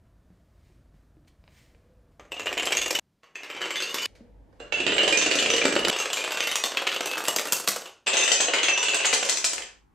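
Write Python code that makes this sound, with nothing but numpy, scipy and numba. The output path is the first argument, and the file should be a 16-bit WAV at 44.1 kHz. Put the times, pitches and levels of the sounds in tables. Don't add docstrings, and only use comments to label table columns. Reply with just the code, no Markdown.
import sys
import numpy as np
from scipy import signal
from scipy.fft import rfft, irfft, next_fast_len
from scipy.io import wavfile
from numba import njit

SR = 44100
rng = np.random.default_rng(int(sys.argv[2]) if len(sys.argv) > 2 else 0)


def store_pcm(level_fs):
    pcm = np.round(np.clip(level_fs, -1, 1) * 32767).astype(np.int16)
    wavfile.write(sys.argv[1], SR, np.atleast_2d(pcm).T)


N = 438354

STRETCH_EDGES = [0, 2.998, 4.064, 5.906, 8.061, 9.95]
# (frequency [Hz], gain [dB])
MIC_COLOURS = [
    [(90, -11), (200, -4), (350, 2), (700, 8), (1400, 3), (2200, 12.5), (4500, 8), (9000, 6), (11000, -3.5),
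     (16000, 7)],
    [(90, -16), (200, -9), (350, 2.5), (700, 1), (1400, 5), (2200, 9.5), (4500, 2), (9000, -5),
     (11000, -13.5), (16000, -6)],
    [(90, -18.5), (200, -4.5), (350, -0.1), (700, 0), (900, -7), (1400, -1.5), (2200, 3), (4500, 1),
     (9000, -6.5), (11000, -13), (16000, -21)],
    [(90, -23), (200, -8), (350, -2), (700, 2.5), (1400, 3), (2200, 2), (4500, 7), (9000, 8), (11000, -8.5),
     (16000, 0)],
    [(90, -26.5), (200, -11), (350, -3.5), (700, 3), (1400, -1), (2200, 1), (4500, 3), (9000, 1),
     (11000, -6.5), (16000, -10.5)],
]
# (pitch [Hz], level [dB], ring time [s])
FLOOR_NOTES = [(145, -15.5, 0.054), (190, -9, 0.036), (316, -2.15, 0.04), (412.7, -3.5, 0.051),
               (508, 0.5, 0.035), (642, -1.5, 0.024)]
# (time [s], level [dB])
BRIGHTNESS = [(2.2, -15.5), (2.99, -13), (3.2, -12), (4.06, -11), (4.6, -30.5), (5.4, -27.5), (5.89, -14.5),
              (5.92, -10), (6.9, -2.5), (7.2, 0.5), (7.9, -1), (8.06, -38), (9.0, -32.5), (9.65, -28.5)]
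# (time [s], left over right [dB])
PAN = [(4.15, -13.5), (4.7, -19), (5.3, -9.5), (5.5, -3), (8.0, 1), (9.65, 2.5)]
TIME, PITCHES, LEVELS, DAMPING = 0, slice(1, 3), slice(3, 7), 8


def falling_planks(start, end, mic):
    # (time [s], bending [dB], bending pitch [Hz], twisting pitch [Hz], thud [dB], twisting [dB])
    main_blows = [(2.1963, -48, 2820, 6380, -47, -56.5), (2.319, -25.5, 2820, 7800, -39, -37.5),
                  (2.3672, -29, 2880, 7270, -45, -55), (2.3962, -24, 2740, 6940, -37.5, -37.5),
                  (2.4584, -28.5, 2700, 7110, -38, -37), (2.469, -18, 2795, 7400, -36.5, -43.5),
                  (2.5151, -29.5, 2500, 7700, -36, -45.5), (2.5274, -22.5, 2410, 7700, -36, -35.5),
                  (2.571, -25, 2740, 6890, -37.5, -42.5), (2.577, -17.5, 2930, 7160, -37.5, -32.5),
                  (2.597, -17.5, 2820, 6900, -37, -35), (2.6235, -26, 3050, 7420, -33.5, -31.5),
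                  (2.631, -19.5, 2920, 7600, -34, -31), (2.655, -30.5, 2880, 7540, -44, -26.5),
                  (2.6716, -15, 3130, 7660, -29, -29.5), (2.7214, -15, 3210, 5600, -32.5, -23),
                  (2.728, -16.5, 2360, 6200, -35.5, -32), (2.7701, -15.5, 2740, 6580, -38, -23),
                  (2.788, -22, 3480, 6400, -40, -35.5), (2.8167, -17.5, 3497, 6450, -38, -26.5),
                  (2.861, -23, 2790, 6870, -34, -29), (2.9075, -20.5, 2390, 5500, -31.5, -21.5),
                  (2.9505, -15.5, 2950, 5700, -35.5, -26.5), (2.988, -20.5, 2720, 6400, -33.5, -26.5),
                  (3.233, -49.5, 2790, 6300, -55.5, -63), (3.3553, -35, 2640, 6300, -53, -51.5),
                  (3.404, -50, 2460, 6310, -52, -65), (3.4332, -34, 2800, 7170, -46.5, -48),
                  (3.495, -41, 2390, 7600, -45.5, -55), (3.5004, -27, 3060, 7600, -43, -45.5),
                  (3.5486, -35, 2950, 7560, -45, -54), (3.5648, -31.5, 3100, 5790, -40.5, -43),
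                  (3.6074, -27.5, 2300, 7800, -39, -47), (3.6167, -29, 2970, 7540, -42, -43),
                  (3.656, -27, 2710, 7630, -38, -40), (3.706, -26.5, 3010, 7700, -36, -35.5),
                  (3.7573, -24.5, 3480, 6210, -39.5, -33), (3.8034, -24.5, 2620, 6600, -41, -36),
                  (3.8227, -30, 2830, 6250, -40, -30), (3.896, -35, 2880, 6300, -41.5, -37),
                  (3.9432, -27, 2920, 7170, -36.5, -29), (3.984, -23.5, 2840, 6840, -42, -37),
                  (4.0198, -30, 3020, 6770, -42, -32), (4.0562, -16.5, 2370, 5050, -41, -29),
                  (4.5283, -81, 2370, 4970, -65, -82), (4.601, -40, 2830, 7480, -39, -55),
                  (4.7234, -20.5, 2700, 6420, -32.5, -40), (4.774, -30, 2820, 7040, -37, -45.5),
                  (4.8019, -20, 2680, 7600, -31, -37.5), (4.8656, -13, 2807, 7250, -26, -33),
                  (4.9205, -15.5, 2950, 7630, -28, -37.5), (4.9663, -22, 2720, 7520, -25.5, -35),
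                  (4.9814, -15, 2940, 7630, -28.5, -33.5), (5.0099, -18.5, 2800, 7560, -33, -35.5),
                  (5.032, -23.5, 3070, 7340, -22, -28), (5.078, -15, 3040, 7480, -24, -24.5),
                  (5.125, -13, 2437, 7510, -27.5, -25.5), (5.1742, -15, 2790, 6250, -30.5, -22),
                  (5.214, -19, 3540, 6300, -33, -29), (5.222, -15.5, 2715, 7670, -28, -26.5),
                  (5.2622, -16.5, 2760, 7000, -24.5, -26.5), (5.3123, -10.5, 2810, 6790, -28.5, -22.5),
                  (5.3541, -24.5, 2780, 6520, -23, -21.5), (5.3875, -10, 2930, 7180, -34.5, -26.5),
                  (5.395, -26, 2280, 6630, -35, -23), (5.4245, -15, 2780, 6690, -26.5, -23.5),
                  (5.4598, -11, 2645, 6860, -25.5, -25), (5.5021, -10.5, 2860, 6040, -25, -22),
                  (5.5367, -12.5, 2830, 6070, -22, -23), (5.564, -16, 3010, 6140, -34, -20),
                  (5.581, -13, 2950, 6100, -26.5, -23), (5.616, -11.5, 2380, 5960, -24.5, -42.5),
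                  (5.641, -18, 2396, 6080, -28, -25), (5.6538, -12, 2370, 7540, -15.5, -21.5),
                  (5.7253, -17.5, 2950, 7900, -28, -30.5), (5.754, -20.5, 2930, 7500, -27.5, -28),
                  (5.7633, -11.5, 2970, 7530, -17.5, -31.5), (5.7933, -32, 2920, 5240, -26, -27),
                  (5.849, -9, 2850, 7470, -23, -25.5), (5.873, -22, 2960, 7500, -21, -38),
                  (5.883, -26, 2210, 7440, -22.5, -21), (5.8977, -11.5, 3050, 7540, -22.5, -22.5),
                  (5.9277, -19, 2670, 5060, -35, -32.5), (5.9633, -16.5, 2830, 5100, -33.5, -31),
                  (5.9873, -28, 2390, 6370, -47, -28), (6.0002, -20.5, 2640, 6550, -35, -28),
                  (6.024, -24, 2830, 6500, -54, -33), (6.056, -20, 2570, 8000, -36, -36),
                  (6.102, -21, 2850, 7900, -36.5, -37), (6.131, -16.5, 3235, 7330, -38.5, -23),
                  (6.1708, -17.5, 2414, 7430, -37, -29), (6.206, -23, 2480, 6320, -36.5, -33),
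                  (6.24, -20, 2490, 7660, -36, -32.5), (6.2772, -27, 2220, 7940, -34.5, -36.5),
                  (6.307, -24, 2740, 4870, -36.5, -37), (6.32, -20, 2730, 5000, -37.5, -30),
                  (6.3447, -33, 2640, 5000, -35.5, -34), (6.372, -18, 2620, 7100, -33, -34),
                  (6.4051, -15.5, 2440, 6300, -35.5, -27.5), (6.438, -19.5, 2710, 6260, -42, -31),
                  (6.472, -17.5, 2300, 5920, -35, -27), (6.5147, -16.5, 3010, 6100, -35.5, -32),
                  (6.556, -18.5, 2520, 5800, -34.5, -21), (6.6382, -14.5, 3530, 4300, -31.5, -22.5),
                  (6.647, -37, 2950, 6630, -41, -36), (6.7187, -26, 2900, 6300, -36, -47),
                  (6.748, -31, 2780, 6300, -39, -45), (6.771, -11, 2620, 7400, -31, -33),
                  (6.819, -30, 2910, 5470, -35.5, -40), (6.8684, -15.5, 2890, 6570, -33, -37),
                  (6.873, -13, 3010, 6510, -36, -30), (6.917, -25, 3036, 5090, -40.5, -39),
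                  (6.927, -21, 2647, 5000, -38.5, -40), (6.945, -23, 2740, 6070, -43, -37),
                  (6.9625, -20.5, 2930, 5980, -36.5, -37), (7.0072, -23, 2330, 7610, -34, -36),
                  (7.058, -38, 3000, 6140, -33.5, -31), (7.06, -28, 2780, 7800, -47.5, -31),
                  (7.072, -25.5, 2680, 6000, -38, -35), (7.1134, -21.5, 2860, 6910, -35.5, -34),
                  (7.1338, -23.5, 2540, 7000, -46, -42), (7.156, -29, 2646, 6700, -37, -44.5),
                  (7.171, -26, 2660, 6710, -34.5, -45.5), (7.179, -25, 2520, 5660, -36, -30),
                  (7.205, -32, 2620, 6700, -36, -38), (7.239, -29, 2800, 7800, -38.5, -35),
                  (7.2531, -23, 2620, 7400, -40.5, -35), (7.275, -22, 2880, 7540, -44.5, -38),
                  (7.2825, -16, 3050, 7560, -28.5, -21), (7.362, -17, 3000, 7300, -26.5, -16),
                  (7.3858, -16, 3030, 8040, -37, -24.5), (7.4547, -25, 3100, 7890, -33.5, -29),
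                  (7.4717, -23.5, 2870, 7600, -35, -31), (7.5228, -17, 2800, 7360, -30, -13.5),
                  (7.5993, -31.5, 2500, 6800, -43.5, -32.5), (7.604, -37.5, 2700, 8000, -44, -34),
                  (7.642, -35, 2770, 6800, -45, -51), (7.675, -11.5, 3240, 6560, -32.5, -18),
                  (7.685, -35.5, 2830, 5270, -53, -17), (7.761, -30, 2980, 6800, -35, -31),
                  (7.819, -36, 3030, 8000, -45, -39.5), (7.857, -30.5, 2955, 6700, -47, -45),
                  (8.0688, -13, 2770, 7820, -35, -27.5), (8.0759, -18.5, 2520, 7600, -32.5, -24.5),
                  (8.133, -13, 2600, 6200, -29, -23), (8.1696, -12.5, 2795, 6295, -37.5, -19.5),
                  (8.1962, -23, 2510, 6500, -36, -39), (8.209, -17, 2570, 6300, -37, -23),
                  (8.2364, -17.5, 2700, 6200, -39, -23.5), (8.2776, -13.5, 3005, 5870, -33, -23),
                  (8.317, -12.5, 3010, 5935, -32, -15), (8.4027, -12, 3195, 6300, -31, -21),
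                  (8.409, -23.5, 2580, 6440, -40.5, -20.5), (8.483, -17.5, 2910, 6600, -30, -37.5),
                  (8.5355, -11, 2376, 6800, -27, -22.5), (8.545, -15, 2940, 6840, -36, -31),
                  (8.5841, -19, 3020, 6550, -39, -46), (8.6313, -10, 2700, 6420, -31, -21),
                  (8.642, -13.5, 3254, 6470, -36.5, -29), (8.6839, -10.5, 2670, 6420, -29, -23.5),
                  (8.7759, -13.5, 2860, 6024, -32, -25), (8.8281, -13.5, 2900, 7370, -35.5, -22.5),
                  (8.854, -22.5, 2710, 6550, -53, -35), (8.8838, -14.5, 2810, 6700, -33, -25.5),
                  (8.935, -16, 2630, 7900, -34.5, -41), (8.9446, -16, 2740, 7660, -34.5, -21.5),
                  (9.003, -17.5, 2695, 6630, -37, -33), (9.0368, -17, 2670, 7500, -44, -39.5),
                  (9.0467, -11, 3030, 6870, -32, -29), (9.054, -22.5, 2990, 6820, -37.5, -17),
                  (9.1284, -8.5, 2720, 7240, -33.5, -21), (9.133, -16.5, 2330, 4700, -32, -18),
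                  (9.138, -27, 2770, 7110, -41, -15), (9.2274, -13, 2670, 7100, -31.5, -23),
                  (9.25, -19, 2800, 6700, -40, -21), (9.289, -13, 2860, 6930, -33, -20),
                  (9.295, -17.5, 2910, 6860, -44, -12.5), (9.3717, -19, 3300, 7000, -40.5, -20),
                  (9.4427, -12, 2540, 5630, -35, -15), (9.448, -18, 2550, 6950, -41, -12),
                  (9.462, -32, 2990, 7700, -49.5, -22), (9.533, -20, 3200, 7940, -37, -21),
                  (9.58, -22.5, 2965, 6800, -40.5, -30.5), (9.621, -23, 3140, 4770, -57, -33)]
    # (from [s], to [s])
    last_planks = [(7.27, 7.7), (9.1, 9.65)]
    rows = [row for row in main_blows if start <= row[0] < end]
    s, bend_db, bend_hz, twist_hz, thud_db, twist_db = np.transpose(rows)
    bend_db = bend_db - at_hz(mic, bend_hz)
    thud_db = thud_db - at_hz(mic, FLOOR_NOTES[3][0])
    twist_db = twist_db - at_hz(mic, twist_hz)
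    damping_db = -2.2 * np.maximum(twist_db - bend_db - 5, 0)
    damping_db -= 12 * sum((a < s) & (s < b) for a, b in last_planks)
    return place_blows(s, bend_hz, twist_hz, bend_db, thud_db, twist_db, damping_db)


def place_blows(s, bend_hz, twist_hz, bend_db, thud_db, twist_db, damping_db):
    # (time [s], level [dB])
    snap_levels = [(2.2, 5), (2.65, -4.5), (2.99, 3.5), (3.2, 10), (4.06, 6), (4.6, 5), (5.4, -0.5),
                   (5.89, 3.5), (5.92, -1), (6.5, 6.5), (6.65, 8), (7.2, 8.5), (7.9, 4.5), (8.06, -11),
                   (9.0, 0.5), (9.65, -9)]
    top_db = twist_db + at_time(BRIGHTNESS, s) + 3.0 * rng.standard_normal(len(s))
    pan_db = at_time(PAN, s) + 5.5 * rng.standard_normal(len(s))
    snap_db = at_time(snap_levels, s)
    return np.array([s, bend_hz, twist_hz, bend_db, thud_db, twist_db,
                     top_db, pan_db, damping_db, snap_db])


def chatter(blows):
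    count, slaps = blows.shape[1], []
    for late, weak in rng.random((count, 2, 2)).T:
        slap = blows.copy()
        slap[TIME] += 0.001001 + .011 * late
        slap[LEVELS] += -7 - 6 * weak + 0.26 * blows[DAMPING]
        slaps.append(slap)
    tick = blows.copy()
    early, faint = rng.random((count, 2)).T
    tick[TIME] -= 0.0016 + .004 * early
    tick[LEVELS] += -16 - 12 * faint
    return np.hstack(slaps + [tick])


def clatter(blows, end, lead_s, rebound_db, loss_db_per_s):
    tries_per_s, hits_per_s = 500, 200
    span = end - blows[TIME, 0] + lead_s
    luck = rng.random((int(tries_per_s * span), 6))
    when, strength, bend_luck, twist_luck, _, which = luck[luck[:, 4] < hits_per_s / tries_per_s].T
    s = end - when * span
    age = np.maximum(s, blows[TIME, 0])[:, None] - blows[TIME]
    energy_left = (age >= 0) * amp(-2 * loss_db_per_s * np.maximum(age, 0))
    size_db = rebound_db - 13 - 5.5 * np.log(strength + 0.081)
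    bend_db, thud_db, twist_db = 10 * np.log10(amp(2 * blows[LEVELS][:3]) @ energy_left.T + 1e-20)
    latest = np.sum(age >= 0, axis=1) - 1
    same_plank = blows[PITCHES, latest] * (1 + 0.0087 * (2 * bend_luck - 1))
    other_plank = [2680 + 300 * bend_luck, 5900 + 800 * twist_luck]
    bend_hz, twist_hz = np.where(which < 0.2, same_plank, other_plank)
    return place_blows(s, bend_hz, twist_hz, bend_db + size_db, thud_db + size_db + 4.5,
                       twist_db + size_db + 2, blows[DAMPING, latest] - 0.7)


def strike(size, s, bend_hz, twist_hz, bend_db, thud_db, twist_db, top_db, pan_db, damping_db, snap_db):
    # (multiple of the bending pitch, level [dB], ring time [s])
    bending_notes = [(1.0, -7, 0.037), (.9, -19.5, 0.093), (1.08, -15.5, 0.026), (1.25, -21, 0.089)]
    # (multiple of the twisting pitch, level [dB], ring time [s])
    twisting_notes = [(1.0, -1, 0.026)]
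    # (pitch [Hz], level [dB], ring time [s])
    top_notes = [(11460, 11.5, 0.017), (13600, 2.5, 0.03)]
    out = np.zeros((2, size))
    for multiple, db, ring_s in bending_notes:
        ring(out, s, multiple * bend_hz, bend_db + damping_db + db, ring_s, pan_db)
    for multiple, db, ring_s in twisting_notes:
        ring(out, s, multiple * twist_hz, twist_db + damping_db + db, ring_s, pan_db)
    ring(out, s, twist_hz, twist_db + 0.1, 0.0079, pan_db)
    upper_bend_hz = 7600 * (1 + .025 * rng.standard_normal(len(s)))
    ring(out, s, upper_bend_hz, twist_db + .3 * damping_db - 7, 0.039, pan_db)
    plank_tuning, floor_tuning = (1 + rng.standard_normal((len(s), 2)) * [.043, .075]).T
    for hz, db, ring_s in top_notes:
        ring(out, s, hz * plank_tuning, top_db + db, ring_s, pan_db)
    thump_db = -0.53 * damping_db * (top_db - twist_db > -25)
    for hz, db, ring_s in FLOOR_NOTES:
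        ring(out, s, hz * floor_tuning, thud_db + db + thump_db * (hz < 250), ring_s, pan_db)
    return out + cracks(size, s, (thud_db, bend_db, twist_db, top_db), pan_db, snap_db)


def cracks(size, s, levels_db, pan_db, snap_db):
    # (low [Hz], high [Hz], level [dB], fade time [s])
    bands = [(680, 1570, 1, 0.019), (1350, 3440, -5, 0.018), (3760, 8150, -2, 0.019),
             (9400, 18000, 1.8, 0.0097)]
    rise_s, snap_s = 0.00074, 0.0046
    smoothing = np.exp(-1 / (rise_s * SR))
    starts = np.clip((s * SR).astype(int), 0, size - 1)

    def fading_power(db, fade_s):
        kicks = np.array([np.bincount(starts, amp(2 * db + side * pan_db), size) for side in (1, -1)])
        return signal.lfilter([1], [1, -amp(-120 / (fade_s * SR))], kicks + 1e-18)

    out = np.zeros((2, size))
    for (low, high, db, fade_s), level_db in zip(bands, levels_db):
        power = fading_power(level_db + db, fade_s) + fading_power(level_db + db + snap_db, snap_s)
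        loudness = signal.lfilter([1 - smoothing], [1, -smoothing], np.sqrt(power))
        out += loudness * rms_one(band_noise(size, low, high))
    return out


def tumbling_planks():
    # (time [s], pitch [Hz], level as heard [dB], time in the air [s])
    flights = [(2.319, 2630, -36.5, 0.035), (2.369, 2850, -40.5, 0.018), (2.395, 2720, -34, 0.027),
               (2.46, 2820, -35.0, 0.03), (2.474, 3050, -38.5, 0.02), (2.578, 3060, -28.5, 0.02),
               (2.592, 2790, -29, 0.023), (2.64, 3000, -37.5, 0.016), (2.756, 2370, -37.5, 0.024),
               (2.77, 6650, -27, 0.011), (2.778, 6340, -28, 0.018), (2.82, 3560, -35.5, 0.04),
               (2.824, 2800, -32.5, 0.024), (2.869, 2770, -36.5, 0.02), (2.953, 2950, -24, 0.018),
               (3.364, 2730, -51, 0.016), (3.42, 2890, -48, 0.046), (3.442, 2610, -48, 0.013),
               (3.504, 3070, -45, 0.026), (3.533, 3070, -45, 0.06), (3.624, 3100, -38, 0.018),
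               (3.634, 2785, -37.0, 0.036), (3.705, 3050, -41, 0.022), (3.712, 7460, -44, 0.022),
               (3.73, 3020, -40, 0.026), (3.76, 3030, -39.5, 0.028), (3.765, 3500, -33.5, 0.02),
               (3.799, 6340, -36.5, 0.032), (3.819, 2740, -32.5, 0.017), (3.861, 2880, -37.0, 0.018),
               (3.867, 3610, -36.5, 0.018), (3.899, 2900, -39, 0.023), (3.989, 2960, -33.5, 0.03),
               (4.019, 2440, -41, 0.02), (4.021, 4710, -33, 0.016), (4.023, 2990, -37, 0.037),
               (4.025, 6650, -41, 0.022), (4.604, 2790, -49.5, 0.026), (4.737, 2700, -31.5, 0.018),
               (4.761, 2870, -33, 0.038), (4.813, 2683, -40.5, 0.042), (4.883, 3060, -34.5, 0.018),
               (4.937, 7600, -36, 0.017), (4.979, 3010, -27, 0.018), (5.004, 2800, -21, 0.018),
               (5.032, 3090, -27.5, 0.014), (5.072, 3060, -31, 0.042), (5.13, 2433, -29, 0.044),
               (5.174, 2710, -30.5, 0.05), (5.176, 6260, -32.0, 0.05), (5.224, 2770, -25, 0.017),
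               (5.256, 2820, -30, 0.016), (5.276, 2736, -28, 0.022), (5.32, 2790, -32, 0.028),
               (5.386, 7630, -38, 0.022), (5.398, 6630, -36, 0.016), (5.426, 2690, -28, 0.038),
               (5.476, 2730, -30.5, 0.022), (5.539, 6120, -39, 0.058), (5.539, 7570, -33, 0.018),
               (5.543, 2945, -34, 0.028), (5.615, 2410, -33, 0.012), (5.637, 2390, -25, 0.016),
               (5.695, 7500, -43.0, 0.018), (5.787, 2880, -26.5, 0.018), (5.813, 2900, -30.5, 0.025),
               (5.855, 2930, -26, 0.03), (5.925, 2860, -30, 0.015), (5.942, 2700, -44, 0.016),
               (5.988, 6560, -35, 0.062), (5.992, 2764, -29, 0.028), (6.004, 7500, -44, 0.016),
               (6.152, 7460, -41.0, 0.036), (6.208, 2436, -34.5, 0.044), (6.256, 2470, -36.5, 0.016),
               (6.306, 2710, -36, 0.03), (6.344, 2720, -35.5, 0.026), (6.38, 2670, -41, 0.022),
               (6.433, 2720, -32, 0.034), (6.479, 5760, -38, 0.016), (6.491, 3750, -30, 0.018),
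               (6.591, 2530, -37.0, 0.028), (6.645, 6220, -27, 0.018), (6.663, 6300, -38.5, 0.044),
               (6.962, 2976, -32, 0.028), (7.02, 5900, -36, 0.04), (7.068, 6000, -38, 0.02),
               (7.078, 2610, -33, 0.034), (7.126, 2620, -31, 0.054), (7.136, 2900, -37, 0.016),
               (7.192, 2580, -33, 0.074), (7.267, 2700, -36, 0.05), (7.289, 2910, -27, 0.02),
               (7.313, 2930, -40, 0.02), (7.483, 2760, -33, 0.039), (7.529, 2720, -30, 0.022),
               (7.552, 2760, -39, 0.034), (7.573, 7680, -40, 0.016), (7.623, 2730, -50, 0.016),
               (8.072, 2650, -29, 0.026), (8.078, 7340, -31.5, 0.027), (8.094, 2660, -31, 0.028),
               (8.183, 3550, -30, 0.021), (8.185, 2644, -27.5, 0.057), (8.225, 3600, -27, 0.019),
               (8.249, 2950, -29, 0.016), (8.257, 2610, -33.5, 0.016), (8.315, 7790, -31.5, 0.026),
               (8.337, 5860, -32, 0.024), (8.347, 7750, -36, 0.03), (8.369, 2530, -27.5, 0.03),
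               (8.377, 5930, -38, 0.024), (8.404, 6380, -25, 0.016), (8.425, 6400, -37, 0.052),
               (8.475, 6450, -37, 0.018), (8.59, 2970, -33, 0.018), (8.672, 2670, -32, 0.023),
               (8.698, 2697, -27, 0.042), (8.732, 5990, -26, 0.028), (8.738, 2660, -27, 0.018),
               (8.76, 2920, -29, 0.017), (8.788, 5900, -30, 0.028), (8.85, 2690, -24, 0.044),
               (8.882, 2944, -28, 0.038), (8.886, 6820, -32, 0.032), (8.9, 2660, -27.5, 0.052),
               (8.958, 7590, -40, 0.016), (8.986, 2930, -34.0, 0.034), (8.988, 2638, -30, 0.064),
               (9.005, 2740, -32, 0.03), (9.053, 6680, -37, 0.028), (9.081, 2860, -32, 0.022),
               (9.107, 2560, -37, 0.018), (9.201, 3020, -30, 0.016), (9.211, 7410, -28, 0.018),
               (9.608, 3050, -46.0, 0.025)]
    free_cycles, landing_s = 920, .025
    turns_per_s, waver_db, rise_s = 40, 4.5, .002
    out = np.zeros((2, N))
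    for (s, hz, db, air_s), (phase, facing) in zip(flights, rng.random((len(flights), 2))):
        t = np.arange(int((air_s + landing_s) * SR)) / SR
        mic_db = at_hz(MIC_COLOURS[np.searchsorted(STRETCH_EDGES, s) - 1], hz)
        fade_db = 60 * (t * hz / free_cycles + np.maximum(t - air_s, 0) / landing_s)
        turn_db = waver_db * np.sin(2 * np.pi * (turns_per_s * t + facing))
        loudness = amp(db - mic_db - fade_db + turn_db) * np.clip(t / rise_s, 0, 1)
        tone = loudness * np.sin(2 * np.pi * (hz * t + phase))
        pan_db, start = at_time(PAN, s), int(s * SR)
        out[:, start:start + len(t)] += tone * amp([[pan_db / 2], [-pan_db / 2]])
    return out


def hallway(sound):
    cycle_s, out = .45, 0
    angle = np.pi * np.arange(len(sound)) / SR / cycle_s
    for k in range(3):
        share = np.sqrt(2 / 3) * np.cos(angle + k * np.pi / 3)
        out = out + signal.fftconvolve((share * sound)[None], echo_tails(), axes=1)[:, :len(sound)]
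    return out


def echo_tails():
    # (frequency [Hz], ring time [s])
    echo_times = [(150, 0.5), (500, 0.87), (1500, 0.79), (3000, 0.52), (7000, 0.6), (14000, 0.04)]
    t, tails = np.arange(int(.6 * SR)) / SR, 0
    edges = 80 * 2 ** np.arange(0, 8, .5)
    for low, high in zip(edges, edges[1:]):
        ring_s = at_hz(echo_times, np.sqrt(low * high))
        tails = tails + band_noise((2, len(t)), low, high) * amp(-60 * t / ring_s) / np.sqrt(ring_s)
    tails *= np.clip(t / 0.0015, 0, 1)
    tails *= amp(-20 * (t / 0.24) ** 2)
    return tails / np.sqrt(np.sum(tails ** 2, axis=1, keepdims=True))


def cats():
    # (time [s], level [dB], knock pitch [Hz], claw against that level [dB])
    paws = [(0.304, -40, 173, -38), (0.7, -59, 357, -13), (0.943, -42.5, 150, -31), (1.169, -51, 300, -28),
            (1.249, -57, 231, -12), (1.276, -52, 152, -12), (1.44, -48, 152, -11), (1.478, -60.5, 630, 9.5),
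            (1.748, -58, 467, -3), (4.208, -35, 232, -26)]
    # (peak time [s], level [dB], rise [s], fall [s])
    rustles = [(0.36, -83, .4, 0.17), (0.68, -73, 0.33, 0.28), (0.95, -78, .02, 0.29),
               (1.28, -59.5, 0.01, 0.02), (1.58, -61.5, 0.15, 0.23), (2.12, -77, 0.013, 0.056),
               (4.07, -48, 0.065, 0.05), (4.153, -48.5, 0.0028, 0.054), (4.55, -71, .15, 0.23)]
    # (frequency [Hz], level [dB])
    fur_colour = [(350, -35), (600, -15), (936, -14), (1890, -8), (2130, -9), (2680, -13.5), (4460, -12.5),
                  (15000, -18)]
    steps = np.zeros((2, N))
    s, paw_db, knock_hz, claw_db = np.transpose(paws)
    centre = np.zeros(len(s))
    ring(steps, s, knock_hz, paw_db - 0.5, 0.076, centre)
    for hz in np.geomspace(600, 5000, num=9):
        ring(steps, s, hz, paw_db + claw_db - 3.5 * np.log2(hz / 600), 0.0076, centre)
    fur = rms_one(colour(rng.standard_normal(N), fur_colour)) * swells(rustles)
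    return steps + amp(-6.5) * fur


def hum_and_rumble():
    hum_shape = (490, 27, [(1.85, -75.5, 0.41, 0.52), (4.2, -62.5, 0.19, 0.22)])
    # (peak time [s], level [dB], rise [s], fall [s])
    rumble_swells = [(0.06, -71, 0.055, .1), (2.62, -55.5, 0.19, .3), (5.09, -56, .15, .1),
                     (5.48, -33, 0.11, .12), (9.36, -43, 0.158, 0.17), (9.58, -57, 0.1, .15)]
    hum_hz, width_hz, hum_swells = hum_shape
    hum = amp(5) * narrow_noise(N, hum_hz, width_hz) * swells(hum_swells)
    return hum + narrow_noise(N, hz=50, width_hz=45) * swells(rumble_swells)


def room_noise(size, stretch, mains_db, start_db, end_db):
    # (frequency [Hz], level [dB])
    room_colours = [
        [(12, -36), (20, -10.5), (60, -1.5), (285, -19), (459, -26), (678, -23), (780, -34), (976, -31.5),
         (1760, -35), (2020, -43.5), (14300, -55), (16000, -57.5)],
        [(12, -52), (20, -15), (37, -14), (177, 5), (410, -14), (2320, -23), (5080, -23), (7730, -35),
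         (8650, -48), (16000, -36)],
        [(12, -38), (20, -13), (49, -19), (96, -5), (154, -14.5), (310, -12.5), (377, -20), (485, -18),
         (949, -23), (1030, -34), (1760, -35), (16000, -74)],
        [(12, -53), (20, -23), (485, -11), (976, -27), (1660, -5.5), (2260, -35.5), (2990, 0), (16000, -35)],
        [(12, -34), (20, -21), (55, -18.5), (399, -21.5), (485, -37), (660, -52), (759, -25), (1530, -34.5),
         (5680, -61), (16000, -63)],
    ]
    noise = rms_one(colour(rng.standard_normal((2, size)), room_colours[stretch]))
    noise[0] += amp(mains_db) * narrow_noise(size, hz=50, width_hz=2.8)
    return noise * amp(np.linspace(start_db, end_db, size))


def ring(out, s, hz, db, ring_s, pan_db):
    strength, sign = rng.standard_normal((len(s), 2)).T
    gain = amp(db + 2.0 * strength) * np.sign(sign)
    hz = np.clip(hz * np.ones(len(s)), 50, .45 * SR)
    decay = np.full(len(s), amp(-60 / (ring_s * SR)))
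    starts = (s * SR).astype(np.int64)
    add_sines(out, starts, gain, 2 * np.pi * hz / SR, decay, amp(pan_db / 2), amp(-pan_db / 2))


@njit
def add_sines(out, start, gain, phase_step, decay, left, right):
    for k in range(len(start)):
        a, b = 2 * decay[k] * np.cos(phase_step[k]), decay[k] ** 2
        now, last = gain[k] * np.sin(phase_step[k]), 0.0
        stop = min(out.shape[1], start[k] + int(-6 / np.log(decay[k])))
        for i in range(start[k], stop):
            out[0, i] += left[k] * now
            out[1, i] += right[k] * now
            now, last = a * now - b * last, now


def swells(rows):
    t = np.arange(N) / SR
    return sum(amp(db - 20 * np.maximum((peak - t) / rise, (t - peak) / fall))
               for peak, db, rise, fall in rows)


def band_noise(shape, low_hz, high_hz):
    band = signal.butter(2, [low_hz, high_hz], "band", fs=SR, output="sos")
    return signal.sosfilt(band, rng.standard_normal(shape))


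def narrow_noise(size, hz, width_hz):
    return rms_one(signal.lfilter(*signal.iirpeak(hz, hz / width_hz, SR), rng.standard_normal(size)))


def colour(x, points):
    size = next_fast_len(x.shape[-1])
    hz = np.arange(size // 2 + 1) * SR / size
    return irfft(rfft(x, size) * amp(at_hz(points, hz)), size)[..., :x.shape[-1]]


def at_hz(points, hz):
    known_hz, values = np.transpose(points)
    return np.interp(np.log(hz + 1), np.log(known_hz), values)


def at_time(points, s):
    return np.interp(s, *np.transpose(points))


def amp(db):
    return 10 ** (np.asarray(db) / 20)


def rms_one(x):
    return x / np.sqrt(np.mean(x ** 2) + 1e-20)


def scene():
    # (echo [dB], stereo width [0-1], mains hum against room noise [dB], room noise at
    # start [dB], at end [dB], rebound level [dB], rebound fading [dB/s])
    stretches = [(-6.5, 0, -5.5, -58, -58, -7, 130), (0, 0.00095, -20, -75, -77, -9, 130),
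                 (-1.5, 0.66, 4.5, -61, -59, -12.5, 88), (-3, 0, -10, -77, -84.5, -3.5, 262),
                 (-1.5, 0.73, 4.5, -72, -66.5, -6.5, 236)]
    lead_times = [0, 0, 0, .25, .25]
    # (frequency [Hz], gain [dB])
    direct_side = [(120, -14.5), (400, -9.5), (900, 5.5), (15000, -0.5)]
    # (frequency [Hz], gain [dB])
    echo_side = [(60, 9.5), (150, -26.5), (380, -19.5), (950, 0), (2380, -11), (5980, -3.5), (15000, 1.5)]
    soft_sounds = cats() + hum_and_rumble() + tumbling_planks()
    out, t = np.zeros((2, N)), np.arange(N) / SR
    for k, (echo_db, width, mains_db, start_db, end_db, rebound_db, loss) in enumerate(stretches):
        start, end, lead_s = STRETCH_EDGES[k], STRETCH_EDGES[k + 1], lead_times[k]
        part, lead = slice(int(start * SR), min(int(end * SR), N)), int(lead_s * SR)
        blows = falling_planks(start, end, MIC_COLOURS[k])
        s, *traits = np.hstack([blows, chatter(blows), clatter(blows, end, lead_s, rebound_db, loss)])
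        direct = strike(len(t[part]) + lead, np.maximum(s - start + lead_s, 0), *traits)
        direct[:, lead:] += soft_sounds[:, part]
        mid, side = direct.mean(axis=0), colour((direct[0] - direct[1]) / 2, direct_side)
        near_db = at_time(BRIGHTNESS, start - lead_s + np.arange(len(mid)) / SR)
        echo_share = amp(-0.49 * (near_db - near_db.mean()))
        echo = amp(echo_db) * hallway(mid * echo_share)
        mid, side = mid + echo[0], side + colour(amp(5.0) * echo[1], echo_side)
        mid, side = colour(np.array([mid, side]), MIC_COLOURS[k])[:, lead:]
        room = room_noise(len(mid), k, mains_db, start_db, end_db)
        mid, side = mid + room[0], width * (side + amp(1.5) * room[1])
        fade_in = (t[part] - start) / .004 if k > 0 else 1
        fade = np.clip(np.minimum(fade_in, (end - t[part]) / .003), 0, 1)
        out[:, part] = fade * np.array([mid + side, mid - side])
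    return out


def record(dry):
    # (frequency [Hz], level [dB])
    hiss_colour = [(18, -25), (30, -0.5), (179, -3), (227, -3.5), (2290, -25), (8980, -30.5),
                   (16000, -35.5)]
    sound = dry + amp(-73) * rms_one(colour(rng.standard_normal(N), hiss_colour))
    sound = signal.sosfilt(signal.butter(2, 30, "high", fs=SR, output="sos"), sound)
    rounded = 1.119 * np.tanh(sound / 1.297)
    return signal.sosfilt(signal.cheby2(12, 70, 16600, fs=SR, output="sos"), rounded)


dry = scene()
out = record(dry)
store_pcm(out)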